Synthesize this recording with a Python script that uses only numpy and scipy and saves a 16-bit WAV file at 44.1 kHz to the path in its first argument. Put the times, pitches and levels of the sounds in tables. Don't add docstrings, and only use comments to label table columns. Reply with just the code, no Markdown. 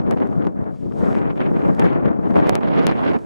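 import sys
import numpy as np
from scipy import signal
from scipy.fft import rfft, irfft
from scipy.io import wavfile
from scipy.ndimage import uniform_filter1d

SR = 44100
rng = np.random.default_rng(int(sys.argv[2]) if len(sys.argv) > 2 else 0)


def dump(signal):
    limited = np.clip(np.atleast_2d(signal).T, -1, 1)
    pcm = np.round(limited * 32767).astype(np.int16)
    wavfile.write(sys.argv[1], SR, pcm)


def level_to_linear(level):
    exponent = np.asarray(level, float) / 20
    return 10 ** exponent


N = 143325
STEP = 32


def rms_one(x):
    return x / np.sqrt(np.mean(x ** 2) + 1e-20)


def coarse():
    return np.arange(N // STEP + 2) * STEP / SR


def fine(control):
    return np.interp(np.arange(N) / SR, coarse(), control)


def at_hz(points, hz):
    table_hz, values = np.array(points).T
    return np.interp(np.log(hz), np.log(table_hz), values)


def drift(rate_hz):
    pole = np.exp(-2 * np.pi * STEP * rate_hz / SR)
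    run_in = 2000
    noise = rng.standard_normal(len(coarse()) + run_in)
    return rms_one(signal.lfilter([1], [1, -2 * pole, pole * pole], noise)[run_in:])


def bands(low_hz, count, colour):
    hz = np.maximum(np.fft.rfftfreq(N, 1 / SR), 1)
    spectra = rfft(rng.standard_normal((2, 2, N))) * colour(hz)
    for k in range(count):
        centre = low_hz * 2 ** (k / 2)
        octaves_off = np.clip(np.log2(hz / centre), -0.5, 0.5)
        yield centre, irfft(spectra[k % 2] * np.cos(np.pi * octaves_off), N)


def pair(two, alike):
    alike = np.clip(alike, -1, 1)
    return np.sqrt(1 + alike) * two[0] + np.sqrt(1 - alike) * two[1] * [[1], [-1]]


def air():
    # time in seconds, strength in dB, speed in octaves, lean to the left in dB.
    gusts = [(0, -17.5, 0.056, 2), (.47, -19.5, -0.54, 3), (0.602, -17, -0.42, 2), (0.782, -33.5, -1.46, 4),
             (0.869, -20, -1.28, 4), (1.031, -15.5, -0.21, 2.5), (1.28, -16.5, 0.19, 2),
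             (1.411, -20.5, 0.2, 0.5), (1.701, -16.5, -0.19, 2), (1.82, -13, 0.45, 2),
             (2.07, -22, -0.22, 2.5), (2.25, -20, -0.32, 3), (2.4, -14, 0.37, 1.5), (2.66, -17.5, 0.79, -2),
             (2.901, -15.5, 0.82, -1), (2.958, -18.5, 0.8, -0.5), (3.17, -15, 0.64, -2.5),
             (3.25, -25, -0.013, -1)]
    # centre in seconds, half length in seconds, depth in dB, dulling in octaves.
    lulls = [(0.033, 0.025, 5, 0.79), (0.125, 0.027, -3.5, 0.085), (0.156, 0.011, 10, .4),
             (0.221, 0.015, -1, -0.11), (0.343, .02, 2, .2), (.47, 0.0055, -5.5, -0.41),
             (0.541, 0.047, 11.5, 0.13), (0.648, 0.0072, 7, -0.089), (0.679, 0.025, 0.5, -0.8),
             (0.896, 0.011, 9, 0.58), (0.955, 0.043, 7, 0.41), (1.316, 0.018, 2, -0.69),
             (1.339, 0.053, 3.5, 0.95), (1.41, 0.036, -2, -0.54), (1.53, 0.018, 2, 1),
             (1.752, 0.036, 9, 0.82), (1.797, 0.01, -1.5, -0.43), (2.015, 0.045, -1, 0.52),
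             (2.08, 0.036, -7, -0.34), (2.143, 0.016, 0.5, 0.11), (2.182, 0.045, 1.5, .2),
             (2.33, 0.021, 2, 0.68), (2.377, .025, -6.5, -0.098), (2.606, 0.037, 5, 0.57),
             (2.978, 0.09, 1, .2), (3.209, 0.043, 10, 0.89)]
    seconds, *columns = np.transpose(gusts)
    db, octaves, lean = [np.interp(coarse(), seconds, column) for column in columns]
    for at, half, depth_db, dull in lulls:
        dip = np.exp(-((coarse() - at) / half) ** 2)
        db = db - depth_db * dip
        octaves = octaves - dull * dip
    ragged_octaves = 0.21 * drift(40)
    return db, octaves + ragged_octaves, lean


def buffeting(db, octaves, lean):
    # frequency in Hz, level in dB per Hz.
    eddies = [(40, 19.5), (300, 0.5), (700, -11), (1400, -23), (2400, -35.5), (3200, -47), (4200, -58),
              (12000, -100)]
    # frequency in Hz, likeness from -1 opposite to 1 alike.
    likeness = [(40, -0.47), (130, -1.055), (300, -0.91), (600, -0.79), (1300, -0.77), (2800, -0.42),
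                (6000, -.3)]

    def colour(hz):
        cut_hz, cut_slope = 164.4, 7.6
        return level_to_linear(at_hz(eddies, hz)) / np.sqrt(1 + (cut_hz / hz) ** cut_slope)

    lumps_db = 2.5 * drift(48.7) + 0.83 * drift(4.5)
    loudness = at_hz(eddies, 300 / 2 ** octaves)
    wind = 0
    for k, (hz, two) in enumerate(bands(19.52, count=19, colour=colour)):
        slide = at_hz(eddies, hz / 2 ** octaves) - at_hz(eddies, hz) - loudness
        swell = lumps_db * (-0.2846 + 0.097 * min(k, 13))
        band_lumps = 1.59 * drift(12.0)
        wind = wind + fine(level_to_linear(slide + swell + band_lumps)) * pair(two, at_hz(likeness, hz))
    wind = rms_one(wind)
    pointed = 0.19
    wind = rms_one(wind * (1 + wind ** 2) ** (pointed / 2))
    half_lean = (lean + 0.45 * drift(25)) / 2
    db = db + 1.12
    return wind * [fine(level_to_linear(db + half_lean)), fine(level_to_linear(db - half_lean))]


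def marks(rows, gain_db):
    clicks = np.zeros((2, N))
    late_s = 0.000987
    for seconds, peak_db, lean in rows:
        near = level_to_linear(-np.maximum([-lean, lean], 0))
        share = 2 * near / near.sum()
        clicks[:, int((seconds + late_s) * SR)] = level_to_linear(peak_db + gain_db) * share * np.sign(lean + 0.1)
    return clicks


def crackles(db, octaves):
    per_s, level_db, spread_db = 45, -21, 8.8
    born = rng.random((2, N)) < per_s * fine(4.0 ** octaves) / SR
    sizes = level_to_linear(spread_db * np.minimum(rng.exponential(1, (2, N)), 3.0))
    signs = rng.choice([-1, 1], (2, N))
    return born * sizes * signs * fine(level_to_linear(db + level_db))


def snaps(db, octaves):
    # time in seconds, peak in dB, lean to the left in dB.
    ticks = [(0.1096, -29.5, 35), (0.2732, -48.5, 16), (0.4693, -50, 19), (1.7483, -43, 0.5),
             (1.7954, -26, 16), (1.8427, -40, 3), (2.3565, -43, 14), (2.3735, -42, 14), (2.474, -39, -3),
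             (2.4936, -11, -44), (2.5529, -19, 52), (2.7634, -47, -10), (2.8672, -16, 51),
             (3.1885, -45.5, -2.0)]
    # time in seconds, peak in dB, lean to the left in dB.
    crests = [(0.1234, -35, 18), (0.206, -44, 4.5), (0.4693, -25.5, 14), (0.8273, -52, 5),
              (1.0655, -32, 10), (1.129, -27, 10), (1.1514, -23, 9), (1.1903, -31, 9), (1.3036, -37, 5.5),
              (1.3573, -36, 10), (1.4054, -27.5, 15), (1.8534, -26, 0), (1.8564, -24, 3.5), (1.915, -42, 6),
              (2.0572, -26, 12), (2.1131, -35, 1), (2.3411, -30, 19), (2.389, -23, 5), (2.4094, -28, -1),
              (2.4624, -25, 9), (2.4683, -21, -13), (2.608, -31, -21), (2.6744, -25.5, 4.5),
              (2.7464, -28, -4), (2.7924, -57, 1.5), (2.8778, -21, 1.0), (2.893, -22, 4),
              (2.9126, -18.5, 5), (3.05, -25.5, -16), (3.1334, -24, -5)]
    t = np.arange(-200, 201)[None] / SR

    rise_s, recover_s = 0.0003, 0.00059
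    climb = -np.exp(-np.abs(t) / rise_s)
    recovery = np.exp(-np.abs(t) / recover_s)
    snap = np.where(t < 0, climb, recovery) / 2
    thump_s = 0.00078
    snap += 0.17 * np.sin(np.pi * np.clip(t / thump_s / 2, -1, 1))

    crest_s, crest_cut_hz = 0.00031, 2200
    peak = (1 - np.abs(t) / crest_s) * np.exp(-np.abs(t) / crest_s)
    peak = signal.lfilter(*signal.butter(1, crest_cut_hz, fs=SR), peak)

    crest_clicks = marks(crests, 10.5) + crackles(db, octaves)
    snapping = signal.fftconvolve(marks(ticks, 11.5), snap, "same", axes=1)
    return snapping + signal.fftconvolve(crest_clicks, peak, "same", axes=1)


def sand():
    # time in seconds, level in dB.
    passing = [(0, -74), (.4, -69.5), (.55, -78), (.7, -73), (.76, -68), (.92, -68), (1.0, -58.5),
               (1.17, -59.5), (1.24, -71.5), (1.45, -68.5), (1.65, -64.5), (1.85, -64), (1.95, -76),
               (2.2, -76), (2.29, -64.5), (2.6, -72), (2.95, -67.5), (3.25, -65.5)]
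    # frequency in Hz, level in dB per Hz.
    grain_colour = [(1500, 5), (4000, -5), (8000, -8), (13000, -18)]
    hiss = 0
    for _, two in bands(1200, count=8, colour=lambda hz: level_to_linear(at_hz(grain_colour, hz))):
        patches_db = 0.5 * drift(20.0)
        hiss = hiss + fine(level_to_linear(patches_db)) * pair(two, 0.71)
    level_db = np.interp(coarse(), *np.transpose(passing)) + 4 + drift(25.0)
    return fine(level_to_linear(level_db)) * rms_one(hiss)


def whine():
    return level_to_linear(-88.5) * np.sin(2 * np.pi * 11026 * np.arange(N) / SR)


def scene():
    db, octaves, lean = air()
    ticks = signal.lfilter(*signal.butter(2, 250, "high", fs=SR), snaps(db, octaves))
    port_filter = signal.butter(6, 5700, fs=SR, output="sos")
    wind = signal.sosfilt(port_filter, buffeting(db, octaves, lean))
    rounded = wind / (1 + wind ** 4) ** (1 / 4)
    busy = uniform_filter1d(uniform_filter1d(np.abs(ticks), size=60), size=60)
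    held = np.exp(-(2.8 * 2 * busy) ** 2)
    return rounded * held + ticks + sand() + whine()


def top_cut(x):
    return signal.sosfilt(signal.butter(12, 13450, fs=SR, output="sos"), x)


def record(dry):
    topped = np.clip(dry, -0.93, 0.93)
    treble_cut = signal.cheby1(10, 0.5, 12250, fs=SR, output="sos")
    return top_cut(signal.sosfilt(treble_cut, topped))


dry = scene()
out = record(dry)
dump(out)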